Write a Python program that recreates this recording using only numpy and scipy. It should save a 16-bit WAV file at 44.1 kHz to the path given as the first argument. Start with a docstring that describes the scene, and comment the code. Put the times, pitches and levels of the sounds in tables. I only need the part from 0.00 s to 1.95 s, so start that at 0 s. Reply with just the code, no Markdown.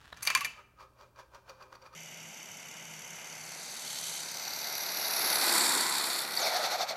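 """In a quiet room with a faint mains hum, a marble rolls down a pair of metal rails and sets them ringing.
After one dry tap it clatters into the plastic tray of a toy marble run: each knock cracks and rings
the shell with a glassy ping on top, and two landings thud on the tray's floor. The marble then swings
round the dish, each swing sooner than the last, rumbling on the slope, stirring a hollow ring from
the tray and scraping where it is fastest."""
import sys
import numpy as np
from scipy import signal
from scipy.io import wavfile

SR = 44100
rng = np.random.default_rng(int(sys.argv[2]) if len(sys.argv) > 2 else 0)


def store_pcm(level_fs):
    """Save levels as 16-bit WAV."""
    pcm = np.round(np.clip(level_fs, -1, 1) * 32767).astype(np.int16)
    wavfile.write(sys.argv[1], SR, np.atleast_2d(pcm).T)


N = 85995


def amp(db):
    """Decibels to gain."""
    return 10 ** (np.asarray(db) / 20)


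def unit(x):
    """Scales to rms 1."""
    return x / np.sqrt(np.mean(x ** 2) + 1e-20)


def curve_at(points, hz):
    """Reads a curve on a log-frequency axis."""
    f, value = np.transpose(points)
    return np.interp(np.log(hz + 1), np.log(f + 1), value)


def fader(points):
    """Gain over time from (time_s, level_db) points, shut after the last."""
    return amp(np.interp(np.arange(N) / SR, *np.transpose(points), right=-140))


def decay(t, t60):
    """Falls 60 dB in t60 seconds."""
    return np.exp(-np.log(1000) * t / t60)


def add(mix, start_s, sound):
    """Mixes a sound in at start_s."""
    part = mix[max(round(start_s * SR), 0):][:len(sound)]
    part += sound[:len(part)]


def body(eq, peaks=(), size=4096):
    """Minimum-phase impulse response of an EQ curve with resonant peaks."""
    hz = abs(np.fft.fftfreq(size, 1 / SR))
    gain = amp(curve_at(eq, hz))
    for pitch_hz, width_hz, db in peaks:
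        gain *= 1 + (amp(db) - 1) / (1 + (2 * (hz - pitch_hz) / width_hz) ** 2)
    spectrum = np.exp(np.conj(signal.hilbert(np.log(gain))))
    return np.fft.ifft(spectrum).real[:size // 2]


def colour(x, eq, peaks=()):
    """Passes a sound through a body."""
    return signal.fftconvolve(x, body(eq, peaks))[:len(x)]


def noise(eq, peaks=(), size=N):
    """Coloured noise of rms 1."""
    return unit(colour(rng.standard_normal(size), eq, peaks))


def resonate(x, pitch_hz, width_hz):
    """Rings one narrow resonance, scaled to rms 1."""
    return unit(signal.lfilter(*signal.iirpeak(pitch_hz, pitch_hz / width_hz, SR), x))


def grit(per_s=6100, spread_db=3.5):
    """Tiny impacts of the marble on the grain of the surface."""
    sizes = amp(spread_db * np.minimum(rng.exponential(1, N), 4))
    return sizes * rng.choice([-1, 1], N) * (rng.random(N) < per_s / SR)


# Dark bed of room air: freq_hz, gain_db
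AIR_EQ = [(20, -18), (40, -2.5), (58, 1.5), (170, -10.5), (400, -10), (2000, -30.5), (9000, -32.5)]
# Mains hum and its octave: pitch_hz, level_db
HUM_TONES = [(60, -76), (120, -73)]

def room_tone(air_db=-69.5):
    """Steady room air and mains hum lie under everything."""
    t = np.arange(N) / SR
    air = amp(air_db) * noise(AIR_EQ)
    hum = sum(amp(db) * np.sqrt(2) * np.sin(2 * np.pi * (hz * t + rng.random())) for hz, db in HUM_TONES)
    return air + hum


# Fader rides for the roll on the rails and for their ring: time_s, level_db
RAIL_ROLL_FADER = [(0, -62), (.18, -56), (.24, -53.5), (.3, -67)]
RAIL_RING_FADER = [(.22, -72), (.28, -40.5), (.47, -45.5), (.53, -57), (.6, -70.5), (.8, -104)]
# Tone of the bassy roll and of the bright ring: freq_hz, gain_db
RAIL_ROLL_EQ = [(30, -13), (90, 3.5), (350, -16), (1150, -6), (1700, -3.5), (2100, -13), (3600, -11.5),
                (8000, -24), (16000, -35.5)]
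RAIL_RING_EQ = [(300, -22.5), (1100, -5), (2100, -12), (2650, 0.5), (2950, 1), (3300, -14.5), (7000, -15),
                (9000, -30)]
# Metallic resonances in the ring: pitch_hz, width_hz, boost_db
RAIL_RING_PEAKS = [(2375, 40, 9), (2625, 25, 9)]

def rails():
    """The marble jolts along the rails, which ring on after it has left them."""
    roll = unit(colour(grit(per_s=1100), RAIL_ROLL_EQ))
    ring = noise(RAIL_RING_EQ, RAIL_RING_PEAKS)
    return fader(RAIL_ROLL_FADER) * roll + fader(RAIL_RING_FADER) * ring


# Clicky midrange of the tap: freq_hz, gain_db
TAP_EQ = [(100, -15.5), (800, 4), (1700, 6.5), (2700, -17.5), (3800, 6.5), (5000, -22), (16000, -31.5)]

def tap(start_s=.1272, level_db=-32):
    """One dry tap sounds before the marble reaches the tray."""
    out, t = np.zeros(N), np.arange(SR // 2) / SR
    add(out, start_s, amp(level_db) * noise(TAP_EQ, size=len(t)) * decay(t, t60=.018))
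    return out


# Ring of the struck tray: pitch_hz, level_db, t60_s
TRAY_MODES = [(1060, -16, .06), (1157, -14, .09), (1650, -14, .06), (1769, -17, .1), (2043, -17, .12),
              (2187, -17, .13), (2368, -5, .08), (2417, -13, .13), (2625, -22, .27), (4090, -12, .03),
              (4483, -4, .035), (4736, -5, .035), (6200, -5, .035)]
# Bright crack of the shell and low shudder of the base: freq_hz, gain_db
CRACK_EQ = [(300, -27), (700, -9.5), (1200, -4.5), (2200, 0), (3200, -8), (4500, -6), (5200, -9.5),
            (7000, -8), (7700, -15.5), (8700, -12), (12500, -16.5), (15500, -26)]
SHUDDER_EQ = [(25, -20.5), (75, 3), (230, 0), (2000, -77.5)]
# Centres of each knock's low, middle, presence, edge and top bands: freq_hz
KNOCK_BANDS_HZ = (1050, 2200, 4600, 6300, 10000)
# Hits on the plastic, with EQ and ping relative to each hit's level:
# start_s, level_db, low_db, presence_db, edge_db, top_db, ping_db
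KNOCK_CUES = [(0.1706, -52.5, 6, 2.5, 4, 2.5, -28), (0.224, -43, 2.5, 0, 4, 12, 3),
              (0.2289, -37.5, -2.5, 2, 7, 14, 7), (0.251, -38.5, 5, -1, 7, 10.5, 2.5),
              (0.2665, -31, -5.5, -5, 0.5, -0.5, -11.5), (.273, -19.5, -5, -1, -5.5, -4.5, -11),
              (0.302, -22.5, 1.5, -9, -4, -5, -21), (0.3501, -18, -7, -3.5, -3.5, -3.5, -29),
              (0.3739, -28, 1, -9, 1, -5, -8), (.408, -30.5, -2.5, -4, -3.5, 2, -4.5),
              (0.4465, -25, -8, -4.5, -2.5, -4.5, -16), (.452, -34, 4, -10, -7, -2, 1)]

def knocks(crack_db=-3.5, snap_db=5, shudder_db=-38.5, rise_cycles=.28):
    """Each knock snaps, cracks the shell, rings the tray's modes and shakes the base."""
    out, t = np.zeros(N), np.arange(SR // 2) / SR
    ring = np.zeros(len(t))
    for k, (hz, db, t60) in enumerate(TRAY_MODES):
        attack = 1 - np.exp(-t * hz / rise_cycles)
        ring += (-1) ** k * amp(db) * attack * decay(t, t60) * np.sin(2 * np.pi * hz * t)
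    hardest_db = max(cue[1] for cue in KNOCK_CUES)
    for start_s, db, low_db, presence_db, edge_db, top_db, _ in KNOCK_CUES:
        snap = amp(snap_db + db - hardest_db) * decay(t, t60=.0045)  # harder hits are snappier
        crack = noise(CRACK_EQ, size=len(t)) * (amp(crack_db) * decay(t, t60=.068) + snap)
        eq = list(zip(KNOCK_BANDS_HZ, (low_db, 0, presence_db, edge_db, top_db)))
        clack = colour(crack + ring, eq)
        shudder = amp(shudder_db) * noise(SHUDDER_EQ, size=len(t)) * decay(t, t60=.49)
        add(out, start_s, amp(db) * (clack + shudder))
    return out


def pings(pitch_hz=11280, rise_s=.0015):
    """A brief glassy ping rides on each knock."""
    out, t = np.zeros(N), np.arange(SR // 2) / SR
    envelope = (1 - np.exp(-t / rise_s)) * decay(t, t60=.036)
    ping = envelope * np.sin(2 * np.pi * pitch_hz * t)
    for start_s, db, *_, ping_db in KNOCK_CUES:
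        add(out, start_s, amp(db + ping_db) * ping)
    return out


# Landings on the floor of the tray: start_s, peak_db, pitch_hz
THUD_CUES = [(0.3505, -23.5, 1057), (0.411, -31.5, 1134)]

def thuds(rise_s=.03):
    """The floor of the tray answers a landing with a short hollow note."""
    out, t = np.zeros(N), np.arange(SR // 2) / SR
    envelope = (1 - np.exp(-t / rise_s)) ** 2 * decay(t, t60=.03)
    envelope /= envelope.max()
    for start_s, db, hz in THUD_CUES:
        add(out, start_s, amp(db) * envelope * np.sin(2 * np.pi * hz * t))
    return out


# Tone of the marble rolling on plastic: freq_hz, gain_db
RUMBLE_EQ = [(100, -11.5), (380, -22), (600, -2), (740, -10.5), (950, 2.5), (1300, -3.5), (2000, -17),
             (6000, -21), (9000, -34.5)]
# Resonances in that rumble: pitch_hz, width_hz, boost_db
DISH_PEAKS = [(532, 35, 13), (1565, 50, 9), (2405, 65, 14.5)]
# Passes through the dish, singing relative to level: peak_s, level_db, half_length_s, singing_db
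SWING_CUES = [(0.592, -57.5, 0.015, 5), (0.82, -54.5, 0.019, 0), (1.022, -56.5, 0.025, -10.5),
              (1.198, -50.5, 0.016, -27), (1.357, -53, 0.018, -13.5), (1.501, -52.5, 0.02, -22.5),
              (1.626, -55.5, 0.026, -7), (1.741, -54.5, 0.017, -6.5), (1.852, -56, 0.025, -7),
              (1.95, -60.5, 0.021, 0)]

def swings(bed_db=-79.5):
    """The rumble swells each time the marble speeds through the dish, and the dish sings along."""
    t = np.arange(N) / SR
    rumble_power = amp(bed_db) ** 2 * (t > KNOCK_CUES[-1][0])  # faint steady roll after the last knock
    singing_power = np.zeros(N)
    for peak_s, db, half_s, singing_db in SWING_CUES:
        swell = amp(db) / np.cosh((t - peak_s) / half_s)
        rumble_power += swell ** 2
        singing_power += (swell * amp(singing_db)) ** 2
    rumble = unit(colour(grit(), RUMBLE_EQ, DISH_PEAKS))
    singing = resonate(grit(), pitch_hz=1255, width_hz=55)
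    return np.sqrt(rumble_power) * rumble + np.sqrt(singing_power) * singing


# Lowest modes of the tray under the rolling marble: pitch_hz, level_db
HOLLOW_MODES = [(390, -74.5), (521, -74)]

def hollow_ring():
    """Each swing stirs the tray's lowest modes, which ring on into the next."""
    t = np.arange(N) / SR
    push = sum(amp(db) / np.cosh((t - peak_s) / half_s) for peak_s, db, half_s, _ in SWING_CUES)
    return sum(amp(db) * resonate(grit() * push, hz, width_hz=10) for hz, db in HOLLOW_MODES)


# Tone of the scraped tray: freq_hz, gain_db
SCRAPE_EQ = [(100, -16.5), (500, -9), (1100, 10), (2000, 1), (6500, -6.5), (8000, -15), (13000, -15.5),
             (16000, -19)]
# Sharp resonances in the scrape: pitch_hz, width_hz, boost_db
SCRAPE_RESONANCES = [(2420, 110, 10), (4620, 240, 15), (5760, 140, 14)]
# Scrapes at the fastest part of a swing: peak_s, level_db, half_length_s, low_db
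SCRAPE_CUES = [(0.811, -59.5, 0.013, 5.5), (1.01, -62.5, 0.016, 4), (1.162, -66.5, 0.0027, 9),
               (1.198, -57, 0.0085, -1), (1.351, -52, 0.0047, 3), (1.497, -51, 0.0065, -1.5),
               (1.611, -58, 0.0039, 14), (1.627, -50.5, 0.0032, -3), (1.7272, -55, 0.0021, 13),
               (1.755, -52, 0.0033, 7.5), (1.823, -55.5, 0.0032, -13), (1.866, -53.5, 0.0055, 6.5),
               (1.936, -60, 0.0065, 5)]

def scrapes():
    """Short bursts of chatter ring the tray where the marble presses hardest."""
    out, t = np.zeros(N), np.arange(N) / SR
    chatter = unit(grit(per_s=1800))
    for peak_s, db, half_s, low_db in SCRAPE_CUES:
        burst = amp(db) * np.exp(-.5 * ((t - peak_s) / half_s) ** 2) * chatter
        low_shelf = [(KNOCK_BANDS_HZ[0], low_db), (KNOCK_BANDS_HZ[1], 0)]
        out += colour(burst, low_shelf)
    tray = body(SCRAPE_EQ, SCRAPE_RESONANCES)
    return signal.fftconvolve(out, tray / np.linalg.norm(tray))[:N]


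# Reverb time of the room: freq_hz, t60_s
REVERB_TIMES = [(200, 0.76), (15000, 0.32)]

def reverb(send):
    """Sparse reflections off the room, the treble dying first."""
    reflections = rng.choice([-1., 1.], SR) * (rng.random(SR) < .1)
    reflections[:220] = 0  # 5 ms pre-delay
    hz, t, bands = signal.stft(reflections, SR, nperseg=256)
    bands = bands * decay(t, curve_at(REVERB_TIMES, hz)[:, None])
    tail = signal.istft(bands, SR, nperseg=256)[1]
    return signal.fftconvolve(send, tail / np.linalg.norm(tail))[:N]


def scene():
    """Hits and rolling feed the reverb; room tone, pings, thuds and the hollow ring stay dry."""
    hits = knocks() + tap()
    rolling = rails() + swings() + scrapes()
    wet = reverb(amp(-15) * hits + amp(-11.5) * rolling)
    return (room_tone() + hits + rolling + wet + pings() + thuds() + hollow_ring())[None]


def record(dry, cutoff_hz=16100):
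    """A steep low-pass trims the very top of the mix."""
    low_pass = signal.firwin(401, cutoff_hz, window=("kaiser", 8), fs=SR)
    return signal.oaconvolve(dry, low_pass[None], "same")


dry = scene()
out = record(dry)
store_pcm(out)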